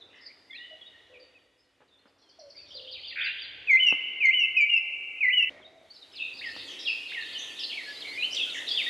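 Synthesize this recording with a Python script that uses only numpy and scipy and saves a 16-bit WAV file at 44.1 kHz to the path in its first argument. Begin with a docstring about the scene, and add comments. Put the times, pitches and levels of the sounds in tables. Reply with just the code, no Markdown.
"""Small high chirps come first, scattered over a low town rumble, with a dove's soft coos beneath.
One bird ticks into a song, a warble buzzes past, then a near whistler dips and leaps four times.
Each call is a gliding tone from a bird's syrinx, ringing on among trees and walls; dull knocks fall close.
At 5.5 s the echo stops dead and a second moment of the morning begins: harsh scolds,
thickening chirps and a swelling hiss of leaves."""
import sys
import numpy as np
from scipy import signal
from scipy.io import wavfile
from scipy.ndimage import uniform_filter1d

SR = 44100
rng = np.random.default_rng(int(sys.argv[2]) if len(sys.argv) > 2 else 0)


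def dump(signal):
    """Clip the signal to [-1, 1] and save it as 16-bit WAV at the path in sys.argv[1]."""
    limited = np.clip(np.atleast_2d(signal).T, -1, 1)
    pcm = np.round(limited * 32767).astype(np.int16)
    wavfile.write(sys.argv[1], SR, pcm)


N = 392049
CUT_S = 5.496  # the second moment begins
CLEAR_RASP = 0.007  # rasp is pitch shake as a share of the pitch; this little sounds pure

# faders of the bed, one list per moment: t/s, rumble/dB, deep bass/dB, leaves/dB
BED_LEVELS = [
    [(0.0, -61, -72, -85), (0.34, -64, -82, -80), (0.84, -65, -75, -79), (1.15, -63.5, -78, -81.5),
     (1.57, -73, -82.5, -83.5), (2.31, -67, -85, -84.5), (2.74, -63.5, -70.5, -79), (3.64, -62, -68, -83.5),
     (3.88, -55.5, -68.5, -77.5), (4.16, -58.5, -77.5, -86), (4.48, -60, -73.5, -79), (4.98, -63, -78, -76),
     (5.49, -62.5, -71.5, -76)],
    [(5.5, -54, -70, -77), (5.66, -63, -75, -84.5), (5.94, -65, -85, -74.5), (6.14, -61.5, -76.5, -70.5),
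     (6.51, -56, -68, -64.5), (6.7, -56.5, -75, -63), (7.13, -57, -76, -63.5), (7.45, -54.5, -74, -59.5),
     (7.68, -56.5, -81, -60.5), (7.88, -55, -81.5, -60.5), (8.26, -53, -76, -58), (8.53, -53, -76, -57),
     (8.89, -52, -76, -56)],
]
# tone colours of the bed: f/Hz, relative density/dB
BASS_SPECTRUM = [(15, -38.5), (25, -7), (97, 15), (140, -5), (180, -40.5), (310, -120)]
RUMBLE_SPECTRUM = [(71, -42.5), (120, -12), (212, -18), (272, -6.5), (413, -2), (512, -5.5), (1040, -15),
                   (1130, -11), (1400, -9.5), (1680, -14.5), (2120, -10.5), (4810, -25), (6250, -48),
                   (10600, -120)]
LEAF_SPECTRUM = [(4500, -7.5), (6000, -1), (8000, -5), (10000, -8.5), (11500, -5.5), (13000, -28.5)]
# the far flock, one list per moment: t/s, level/dB, centre f/Hz
FLOCK_CONTOUR = [
    [(0.0, -73, 3700), (.2, -71, 4480), (.45, -82, 3410), (.93, -69.5, 3600), (1.4, -69.5, 2800),
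     (1.55, -95, 3480), (2.03, -77, 3420), (2.25, -88, 4530), (2.58, -63, 4104), (2.9, -51.5, 3527),
     (3.18, -42.5, 2786), (3.45, -47.5, 3290), (3.65, -61, 2984)],
    [(5.5, -67.5, 3313), (5.8, -74.5, 4000), (5.95, -63, 4500), (6.2, -50.5, 2990), (6.55, -47, 4000),
     (6.85, -49.5, 3000), (7.05, -42, 3013), (7.62, -43, 3595), (7.95, -51, 3898), (8.33, -47, 3098),
     (8.65, -52.5, 3450), (8.89, -45, 3284)],
]
# close knocks: t/s, level/dB, ring f/Hz, t60/s, relative scuff level/dB
CLOSE_KNOCKS = [(1.805, -48.5, 263, 0.22, -1), (1.819, -45.5, 492, 0.14, -4), (2.056, -50, 300, 0.17, 2),
                (3.925, -19, 287, 0.14, -15.5), (5.599, -47.5, 660, 0.15, 4),
                (6.564, -31.5, 497, 0.23, -11)]
# thin overload overtones that only the loudest notes bring out:
# multiple of the pitch, relative level/dB at a drive of 1
LOUD_NOTE_OVERTONES = [(2, -40), (3, -60.5), (5, -56.5), (7, -63.5)]
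# the dove: t/s, length/s, first f/Hz, last f/Hz, level/dB, rasp, bend, echo send/dB
DOVE_COOS = [(.71, 0.031, 636, 638, -55.5, 0.054, 3, 2), (1.1, 0.14, 502.7, 503, -54, 0.071, -9, -6),
             (2.39, .11, 684, 562, -50, 0.027, 4.5, -2.5), (2.751, 0.15, 516, 513.4, -51, 0.068, 2.5, -5),
             (5.5, .36, 570.6, 647.6, -57, 0.091, 4.5, -7)]
# chirps all around and, at 4.75 s, a faint steady low tone beneath the near whistles: same columns
SINGLE_NOTES = [(0.0, 0.03, 4020, 3430, -45.5, 0.02, 0, -1),
                (0.101, 0.098, 2570, 2850, -58.5, 0.082, 2, -2),
                (.13, 0.14, 1844, 1940, -56.5, 0.08, 4.5, -1.5), (.21, 0.053, 5000, 4810, -56, .05, -1, 4),
                (.29, .03, 2140, 2390, -53, 0.065, -3, -5.5), (.5, 0.068, 2075, 2804, -42, .004, -3.5, -7),
                (0.589, .06, 2790, 3020, -50, 0.0016, 0.5, 4), (.65, .11, 3020, 2870, -50, 0.0032, 0, -5),
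                (.51, 0.028, 3540, 3230, -44, 0.0098, -1, -1),
                (0.521, 0.17, 1862, 1949, -49.5, 0.023, 2, -3.5),
                (.55, 0.037, 4170, 3466, -43.5, .02, -1.5, 0),
                (.815, 0.016, 3400, 3216, -43.5, .006, -6, -3.5), (.93, 0.042, 1860, 1876, -61, 0.03, 7, 5),
                (1.14, 0.038, 2580, 2404, -52, 0.044, 3, -4.5), (1.2, .05, 4850, 4550, -56, 0.018, 4.5, -2),
                (1.349, 0.032, 2570, 2370, -56.5, 0.018, -7, -21),
                (1.578, .03, 5020, 5050, -77, 0.036, 4, 10), (1.639, 0.024, 4300, 4150, -74, .01, -4, -3),
                (1.879, .015, 4950, 3630, -62, 0.014, 0.5, -4),
                (1.911, 0.054, 3580, 3360, -63, 0.022, -5.5, 2),
                (1.99, 0.014, 4200, 4150, -66, .008, -10, -1), (2.07, .015, 5150, 4460, -69, 0.0073, -3, 3),
                (2.219, 0.097, 3480, 3070, -67.5, .014, 1.5, -5),
                (2.289, .07, 3050, 3410, -69, .014, 1.5, 0),
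                (2.548, 0.048, 2100, 2680, -56, 0.033, -2, -.6), (2.6, .09, 2680, 2335, -64, .03, 0, 1),
                (2.558, .03, 4980, 4500, -47.5, .015, 3, 4), (4.75, 0.46, 830, 818, -68, .03, 0, -5),
                (5.5, 0.1, 2112, 2086, -59, 0.086, -1, 4.5), (5.62, .02, 3520, 3150, -52, .027, 1, -6.5),
                (5.648, 0.021, 3740, 3770, -50.5, 0.018, 0.5, -0.5),
                (5.944, .025, 5200, 3850, -45.5, .012, -2, 0),
                (6.015, 0.016, 3990, 3600, -47.5, .006, -1.5, 3),
                (6.125, 0.014, 5120, 5200, -58, 0.0066, 7, -1), (6.2, 0.054, 3730, 3600, -48, 0.023, -2, 6),
                (6.33, 0.049, 4560, 4730, -49, 0.029, 4.5, 3.5),
                (6.373, 0.027, 5310, 3620, -37, 0.0066, -0.5, -.6),
                (6.411, 0.028, 1690, 2990, -35.5, 0.0054, 1, -1),
                (6.441, 0.059, 2230, 1791, -33, 0.004, 3.5, -4),
                (6.459, 0.024, 4800, 4680, -44.5, 0.049, -6, -0.5),
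                (6.565, 0.015, 4800, 4600, -47.5, .006, -2, 2.5),
                (6.589, 0.015, 5140, 3500, -34.5, .007, -1, -1),
                (6.64, 0.084, 8980, 5420, -51, 0.076, 1.5, 2.5),
                (6.679, 0.041, 3390, 2950, -42, 0.053, -0.5, 3.5),
                (6.782, 0.023, 3600, 3430, -48, 0.064, -1.5, 12.5),
                (6.791, 0.027, 5220, 4990, -48.5, 0.068, -0.5, 10.5),
                (6.859, 0.039, 4610, 4700, -51.5, .07, -3, 16),
                (7.12, 0.029, 1502, 2940, -33, 0.0034, 2.5, -6),
                (7.149, 0.086, 2240, 1758, -30.5, 0.005, 4.5, -4),
                (7.33, 0.0089, 4440, 4780, -40.5, .044, 3, -3),
                (7.351, 0.035, 2990, 3010, -34, 0.042, 1, -2),
                (7.38, 0.036, 6240, 6130, -52, 0.056, -3.5, 11),
                (7.41, 0.037, 3400, 3384, -41, 0.058, -3, 2),
                (7.499, 0.051, 4570, 4550, -53, .005, -1.5, -1),
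                (7.595, 0.067, 5100, 4005, -31.5, 0.077, 0, -0.5),
                (7.589, 0.069, 3100, 3320, -37.5, .1, 2.5, -1.5),
                (7.699, 0.036, 2930, 3156, -34, 0.063, 2.5, -0.5),
                (7.714, 0.068, 2480, 2445, -38.5, 0.084, -7, -2.5),
                (7.745, 0.013, 4290, 4390, -38.5, 0.0067, 2, -8),
                (7.774, 0.035, 2294, 1862, -36, 0.0046, -0.8, 0),
                (7.864, 0.051, 1706, 1695, -45, .006, -4, -1.5),
                (7.92, 0.014, 4830, 4990, -42, 0.04, -1.5, 1.5),
                (7.995, 0.039, 5280, 2955, -35.5, .006, 0.5, -1),
                (8.05, 0.13, 2326, 2123, -39, 0.047, 5.5, -3),
                (8.177, 0.048, 2346, 2477, -31, 0.0078, 4.5, -7),
                (8.222, 0.028, 2480, 3070, -24, 0.011, 2, 0), (8.31, 0.017, 4870, 6320, -37, .005, 0.5, 3),
                (8.316, 0.032, 2928, 3180, -32, .006, 0, 0.5),
                (8.33, 0.021, 5490, 5570, -36, 0.059, 12, -5), (8.336, 0.027, 7100, 6500, -49, .12, -2, -1),
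                (8.336, 0.0344, 4460, 3850, -36.5, 0.146, 0.5, 0.5),
                (8.367, .047, 3900, 2588, -24.5, 0.012, 4, 0.5),
                (8.401, 0.052, 3714, 3120, -26.5, 0.0053, 0.9, -1.5),
                (8.465, 0.069, 1492, 1365, -52, 0.035, -0.5, -8),
                (8.499, .03, 4150, 3620, -34.5, .046, 4.5, -5),
                (8.529, 0.062, 6980, 6100, -48.5, .12, 1, 0.5),
                (8.547, .08, 2120, 1860, -35.5, 0.083, 5.5, -3.5),
                (8.56, 0.058, 2855, 3850, -38, 0.069, -0.5, -9),
                (8.672, 0.053, 4100, 3294, -32, 0.0036, 4.5, 7),
                (8.727, 0.0443, 3320, 3620, -30.5, 0.0039, 0.4, 3),
                (8.775, 0.12, 3590, 3750, -35.5, .015, -2, -2),
                (8.685, 0.013, 5740, 4300, -31, .012, 2.5, 2),
                (8.776, 0.046, 3326, 2096, -24.5, 0.011, 1, -0.5),
                (8.866, 0.046, 1885, 2040, -31.5, 0.0065, 0, -9)]
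# ticks that open a song: t/s, level/dB
SONG_TICKS = [(2.184, -62), (2.216, -56), (2.293, -51), (2.393, -45.5), (2.501, -45.5), (2.612, -49.5)]
# its flick-and-slur pairs: t/s, flick level/dB, slur level/dB, slur end f/Hz
SONG_PAIRS = [(2.706, -44.5, -41.5, 2840), (2.874, -39.5, -40.5, 2410), (3.035, -39, -40.5, 2460),
              (3.205, -31, -41, 2610), (3.378, -36.5, -44, 2990)]
# a run of four upturned notes: t/s, first f/Hz, level/dB
CURL_NOTES = [(7.846, 4230, -44.5), (7.96, 3940, -42), (8.075, 4070, -41.5), (8.201, 3930, -37.5)]
# quick arched chips: t/s, length/s, foot f/Hz, top f/Hz, level/dB
CHIP_NOTES = [(0.257, 0.024, 4090, 5030, -39.5), (0.854, 0.033, 3420, 3830, -45),
              (5.902, 0.021, 4210, 4700, -42), (8.709, 0.019, 4160, 4880, -24)]
# harsh scolds: t/s, top f/Hz, fall/s, hold/s, held f/Hz, level/dB, echo send/dB
SCOLD_NOTES = [(6.154, 5090, .042, 0.078, 2618, -31, 0), (6.853, 3800, .032, 0.059, 2610, -25, -0.5)]
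# outline of the warble: t/s, lowest f/Hz, highest f/Hz, level/dB
WARBLE_CONTOUR = [(3.157, 1450, 2400, -35), (3.181, 1452, 2510, -27.5), (3.212, 1438, 2652, -27),
                  (3.239, 1438, 2545, -28.5), (3.27, 1489, 2898, -24.5), (3.315, 1620, 2770, -33.5)]
# bright flares in the near whistles: t/s, level/dB, f/Hz
WHISTLE_FLARES = [(3.712, -49, 6630), (3.712, -54, 4500), (3.745, -51.5, 6410), (3.831, -55, 6090),
                  (3.865, -44, 5710), (3.892, -42.5, 5600), (4.252, -45.5, 6554), (4.254, -42.5, 4380),
                  (4.392, -45, 5830), (4.415, -51, 5530), (4.574, -50.5, 5210), (4.608, -49.5, 6970),
                  (4.61, -46.5, 4710), (4.763, -45, 5240), (5.41, -53, 5530)]
# the near whistles: t/s, time to the leap/s, length/s, dip f/Hz, leap f/Hz,
# opening/dB, dip/dB, break/dB, leap/dB, closing/dB
WHISTLE_NOTES = [(3.674, 0.13, .25, 2043, 3040, -30, -16.5, -30, -18, -16),
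                 (4.206, .14, .25, 2065, 3012, -29, -16, -27.5, -20.5, -17),
                 (4.567, .13, .225, 2290, 2858, -15.5, -18.5, -47, -21.5, -15.5),
                 (5.206, 0.13, 0.24, 1967, 3001, -28.5, -17, -33, -21.5, -17)]
# pitch before the leap: share of the time, share of the dip
DIP_SHAPE = [(0, -0.089), (.19, .52), (0.381, .92), (0.599, 0.98), (.72, .8), (0.861, -.3)]
# pitch after the leap: share of the time, share of the way home
SAG_SHAPE = [(0, 0), (0.348, 0.16), (.7, .65), (.99, 0.97)]


def undb(db):
    return 10 ** (np.asarray(db) / 20)


def unit_rms(x):
    return x / np.sqrt(np.mean(x ** 2))


def butter(x, order, hz, kind="low"):
    return signal.sosfilt(signal.butter(order, hz, kind, fs=SR, output="sos"), x)


def drift(rate_hz):
    """A smooth random wander with a spread near 1."""
    hold = int(SR / rate_hz)
    steps = np.repeat(rng.standard_normal(N // hold + 1), hold)
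    return 1.1 * uniform_filter1d(uniform_filter1d(steps, hold), hold)[:N]


def stereo(mid, side, side_db):
    return np.array([mid + undb(side_db) * side, mid - undb(side_db) * side])


def echo(x, t60, treble_t60, near_t60, near_db, onset_s):
    """Trees and walls: a quick scatter of near reflections, then a dense tail that loses treble first."""
    s = np.arange(int(1.8 * SR)) / SR
    noise = rng.standard_normal((2, len(s)))
    low = signal.sosfiltfilt(signal.butter(2, 4000, fs=SR, output="sos"), noise)
    low_fade, treble_fade, near_fade = (np.exp(-np.log(1000) * s / t) for t in (t60, treble_t60, near_t60))
    tail = low * low_fade + (noise - low) * treble_fade + undb(near_db) * near_fade * noise
    tail *= np.clip(s / onset_s, 0, 1)
    tail /= np.sqrt(np.sum(tail[0] ** 2))
    mid, side = signal.fftconvolve(x[None], tail, axes=1)[:, :N]
    return stereo(mid, butter(side, 2, 3600), side_db=-11)  # the treble stays centred


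def noise_bands(spectrum, step_octaves, flicker_db, swell_db):
    """Noise bands that swell together and flicker alone."""
    hz, db = np.transpose(spectrum)
    out, swell = 0, drift(4.6)
    for f in hz[0] * 2 ** np.arange(0, np.log2(hz[-1] / hz[0]), step_octaves):
        edges_hz = [f * 2 ** -step_octaves, f * 2 ** step_octaves]
        mid, side = butter(rng.standard_normal((2, N)), 3, edges_hz, "band")
        band_db = np.interp(np.log(f), np.log(hz), db) + swell_db * swell + flicker_db * drift(9)
        out = out + undb(band_db) * stereo(mid, side, side_db=-18.5)
    return unit_rms(out)


def hum(hz=276):
    """A faint tone that wavers in pitch and level."""
    size = undb(-12.5 + 3.9 * drift(3.8))
    return size * np.sin(2 * np.pi * np.cumsum(hz * (1 + .012 * drift(11))) / SR)


def town_and_leaves(s):
    """The bed: deep bass, town rumble with a hum riding on it, and leaf hiss."""
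    t, *faders = np.transpose(BED_LEVELS[0] + BED_LEVELS[1])
    rumble_gain, bass_gain, leaf_gain = (undb(np.interp(s, t, db)) for db in faders)
    bass = noise_bands(BASS_SPECTRUM, step_octaves=.36, flicker_db=1, swell_db=-1.7)
    rumble = noise_bands(RUMBLE_SPECTRUM, step_octaves=.5, flicker_db=1.5, swell_db=.5)
    leaves = noise_bands(LEAF_SPECTRUM, step_octaves=.25, flicker_db=.7, swell_db=.2)
    return bass_gain * bass + rumble_gain * (rumble + hum()) + leaf_gain * butter(leaves, 6, 12400)


def quaver(rate_hz=75):
    """The rasp in a bird's voice: an uneven fast swing with jitter on top."""
    return np.sin(2 * np.pi * np.cumsum(rate_hz + 20 * drift(30)) / SR) + .45 * drift(400)


def add_tone(track, t, hz, db, rasp, shake, edge_s, overtones=()):
    """Adds one gliding tone through the points (t, hz, db); rasp shakes its pitch and level."""
    i = np.arange(max(int((t[0] - edge_s) * SR), 0), min(int((t[-1] + edge_s) * SR), N))
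    s = i / SR
    pitch = uniform_filter1d(np.interp(s, t, hz), size=200, mode="nearest")
    phase = 2 * np.pi * np.cumsum(pitch * (1 + rasp * shake[i])) / SR
    fades = np.clip(np.minimum(s - t[0], t[-1] - s) / edge_s + 1, 0, 1) ** 2
    size = fades * undb(np.interp(s, t, db) + 14 * rasp * shake[i])
    drive = np.minimum(size / .33, 1.5)  # only the loudest notes bring out the overload overtones
    upper = sum(undb(level) * np.sin(k * phase) for k, level in overtones if k * max(hz) < SR / 2)
    track[i] += size * (np.sin(phase) + drive * upper)


def far_flock(s, count=600):
    """A wash of far raspy chirps at random moments, most gliding down."""
    t, db, hz = np.transpose(FLOCK_CONTOUR[0] + FLOCK_CONTOUR[1])
    level_db, centre_hz = np.interp(s, t, db), np.interp(s, t, hz)
    level_db[(s > FLOCK_CONTOUR[0][-1][0]) & (s < CUT_S)] = -90  # hushed behind the near whistler
    track, shake = np.zeros(N), quaver()
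    for when, height, fall, length, loud in rng.random((count, 5)):
        start = when * N / SR
        first_hz = centre_hz[int(when * N)] * 2 ** (.87 * (height - .5))
        last_hz = first_hz * 2 ** (.2 - .6 * fall)
        add_tone(track, [start, start + .012 + .06 * length], [first_hz, last_hz],
                 [8 * loud, 8 * loud - 3], rasp=.06, shake=shake, edge_s=.008)
    wash = echo(track, t60=.99, treble_t60=.68, near_t60=.033, near_db=20.5, onset_s=.0013)
    return undb(uniform_filter1d(level_db, size=900)) * unit_rms(wash)


def knocks():
    """Each close knock is a short click, a dull ring and a scuff of noise."""
    track, s = np.zeros(N + SR), np.arange(SR // 4) / SR
    click = np.exp(-(s / .00024 - 2) ** 2)
    for t, db, hz, t60, scuff_db in CLOSE_KNOCKS:
        fade = np.exp(-np.log(1000) * s / t60)
        ring = .08 * np.sin(2 * np.pi * hz * s)
        scuff = undb(scuff_db) * signal.lfilter([.3], [1, -.75], rng.standard_normal(len(s)))
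        track[int(t * SR):][:len(s)] += undb(db) * (click + fade * (ring + scuff))
    return butter(track[:N], 2, [200, 1800], "band")


def glide(start, length, first_hz, last_hz, db, rasp, bend, echo_db, throat_hz=3550):
    """A note as (t, hz, db, rasp, echo_db), loudest where it comes nearest the throat's resonance."""
    progress = np.linspace(0, 1, 12)
    bend += 1e-6  # above 0 the pitch moves early, below 0 late
    hz = first_hz + (last_hz - first_hz) * np.expm1(-bend * progress) / np.expm1(-bend)
    octaves = np.log2(hz / throat_hz)
    throat_db = np.where(octaves > 0, -26 * octaves, 10.5 * octaves)
    swell_db = np.interp(progress, [0, .35, 1], [-.5, 0, -1])
    return start + length * progress, hz, db + swell_db + throat_db - throat_db.max(), rasp, echo_db


def lone_notes():
    """The dove's coos, scattered chirps and a faint steady low tone beneath the near whistles."""
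    return [glide(*row) for row in DOVE_COOS + SINGLE_NOTES]


def song():
    """Falling ticks, then pairs of a clear upward flick and a raspy falling slur."""
    notes = [glide(t, .008, 5800, 4250, db, rasp=.045, bend=0, echo_db=5) for t, db in SONG_TICKS]
    slur_s, slur_rasp, slur_echo_db = np.array([.038, .047, .096]), .025, 0
    for t, flick_db, slur_db, end_hz in SONG_PAIRS:
        notes.append(glide(t, .017, 2950, 3634, flick_db, CLEAR_RASP, bend=0, echo_db=5))
        db = slur_db + np.array([-.5, 0, -2])
        notes.append((t + slur_s, [4620, 4800, end_hz], db, slur_rasp, slur_echo_db))
    return notes


def curls():
    """Clear notes that curl up at the end."""
    return [glide(t, .064, hz, 1.15 * hz, db, CLEAR_RASP, bend=-3, echo_db=-8)
            for t, hz, db in CURL_NOTES]


def chips(foot_db=-13.5, echo_db=-1.5):
    """Quick arches of pitch, loudest at the top."""
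    return [([t, t + length / 2, t + length], [foot_hz, top_hz, foot_hz],
             [db + foot_db, db, db + foot_db], CLEAR_RASP, echo_db)
            for t, length, foot_hz, top_hz, db in CHIP_NOTES]


def scolds(rasp=.044, rise_db_per_octave=19, fade_db=6.5):
    """A straight fall that grows louder and lands on a held, fading rasp."""
    notes = []
    for t, top_hz, fall, hold, held_hz, db, echo_db in SCOLD_NOTES:
        levels = [db - rise_db_per_octave * np.log2(top_hz / held_hz), db, db - fade_db]
        notes.append((t + np.cumsum([0, fall, hold]), [top_hz, held_hz, held_hz], levels, rasp, echo_db))
    return notes


def warbler(s, swing_hz=80.9, crest_s=2.1):
    """A whistle swung up and down so fast that it buzzes, loudest at the top of each swing."""
    t, low_hz, high_hz, db = np.transpose(WARBLE_CONTOUR)
    swing = .5 + .5 * np.cos(2 * np.pi * swing_hz * (s - crest_s))
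    hz = np.interp(s, t, low_hz) + swing * np.interp(s, t, high_hz - low_hz)
    size = undb(np.interp(s, t, db, -120, -120) - 10 * (1 - swing) ** 2)
    return uniform_filter1d(size, size=100) * np.sin(2 * np.pi * np.cumsum(hz) / SR)


def flares(shake):
    """Rough bright bursts above the near whistle, each sagging a little."""
    track = np.zeros(N)
    for t, db, hz in WHISTLE_FLARES:
        add_tone(track, [t + .004, t + .018], [hz, .98 * hz], [db, db - 3],
                 rasp=.025, shake=shake, edge_s=.008)
    return track


def near_whistler(home_hz=2591, echo_db=-5.5):
    """The lead voice dips from its home pitch, breaks, leaps up and sags back."""
    dip_time, dip_depth = np.transpose(DIP_SHAPE)
    sag_time, sag_depth = np.transpose(SAG_SHAPE)
    notes = []
    for start, leap, length, dip_hz, leap_hz, *levels in WHISTLE_NOTES:
        open_db, dip_db, break_db, leap_db, close_db = levels
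        t, sag_s = np.linspace(0, length, 40), length - leap
        dip = home_hz + (dip_hz - home_hz) * dip_depth
        sag = leap_hz + (home_hz - leap_hz) * sag_depth
        hz = np.interp(t, np.r_[leap * dip_time, leap + sag_s * sag_time], np.r_[dip, sag])
        db = np.interp(t, [0, .23 * leap, .62 * leap, .9 * leap, leap, leap + .68 * sag_s, length],
                       [open_db, dip_db, dip_db, break_db, leap_db, close_db, close_db - 9])
        notes.append((start + t, hz, db, CLEAR_RASP, echo_db))
    return notes


def birds(s):
    """The callers as direct sound and echo send; farther birds are wetter."""
    shake = quaver()
    direct = flares(shake)
    send = undb(-12) * direct
    notes = lone_notes() + song() + curls() + chips() + scolds() + near_whistler()
    for t, hz, db, rasp, echo_db in notes:
        add_tone(direct, t, hz, db, rasp, shake, edge_s=.004, overtones=LOUD_NOTE_OVERTONES)
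        add_tone(send, t, hz, np.add(db, echo_db), rasp, shake, .004, LOUD_NOTE_OVERTONES[:2])
    # a fast random flutter in the notes' level, as from near reflections
    flutter_db = np.minimum(2.2 * drift(60) + 4.1 * drift(180), 2.5)
    warble = warbler(s)
    return direct * undb(flutter_db) + warble, send + undb(-3.5) * warble


def scene():
    """Birds and their long echo over the far flock, the bed and the knocks."""
    s = np.arange(N) / SR
    direct, send = birds(s)
    echoes = 0
    for moment in (s < CUT_S, s >= CUT_S):  # nothing rings from one moment into the next
        tail = echo(moment * send, t60=2.66, treble_t60=1, near_t60=.21, near_db=9.5, onset_s=.0048)
        echoes = echoes + uniform_filter1d(moment.astype(float), size=60) * tail
    return direct + echoes + far_flock(s) + town_and_leaves(s) + knocks()


def record(dry, ceiling=.99, top_hz=15100):
    """Slight microphone overload bends and rounds the loudest peaks; a steep low-pass trims the top."""
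    even_harmonics = butter(undb(-21) * dry ** 2 + undb(-2.5) * dry ** 4, 1, [600, 6500], "band")
    rounded = ceiling * np.tanh(dry / ceiling)
    return signal.sosfilt(signal.ellip(8, .2, 70, top_hz, fs=SR, output="sos"), rounded + even_harmonics)


dry = scene()
out = record(dry)
dump(out)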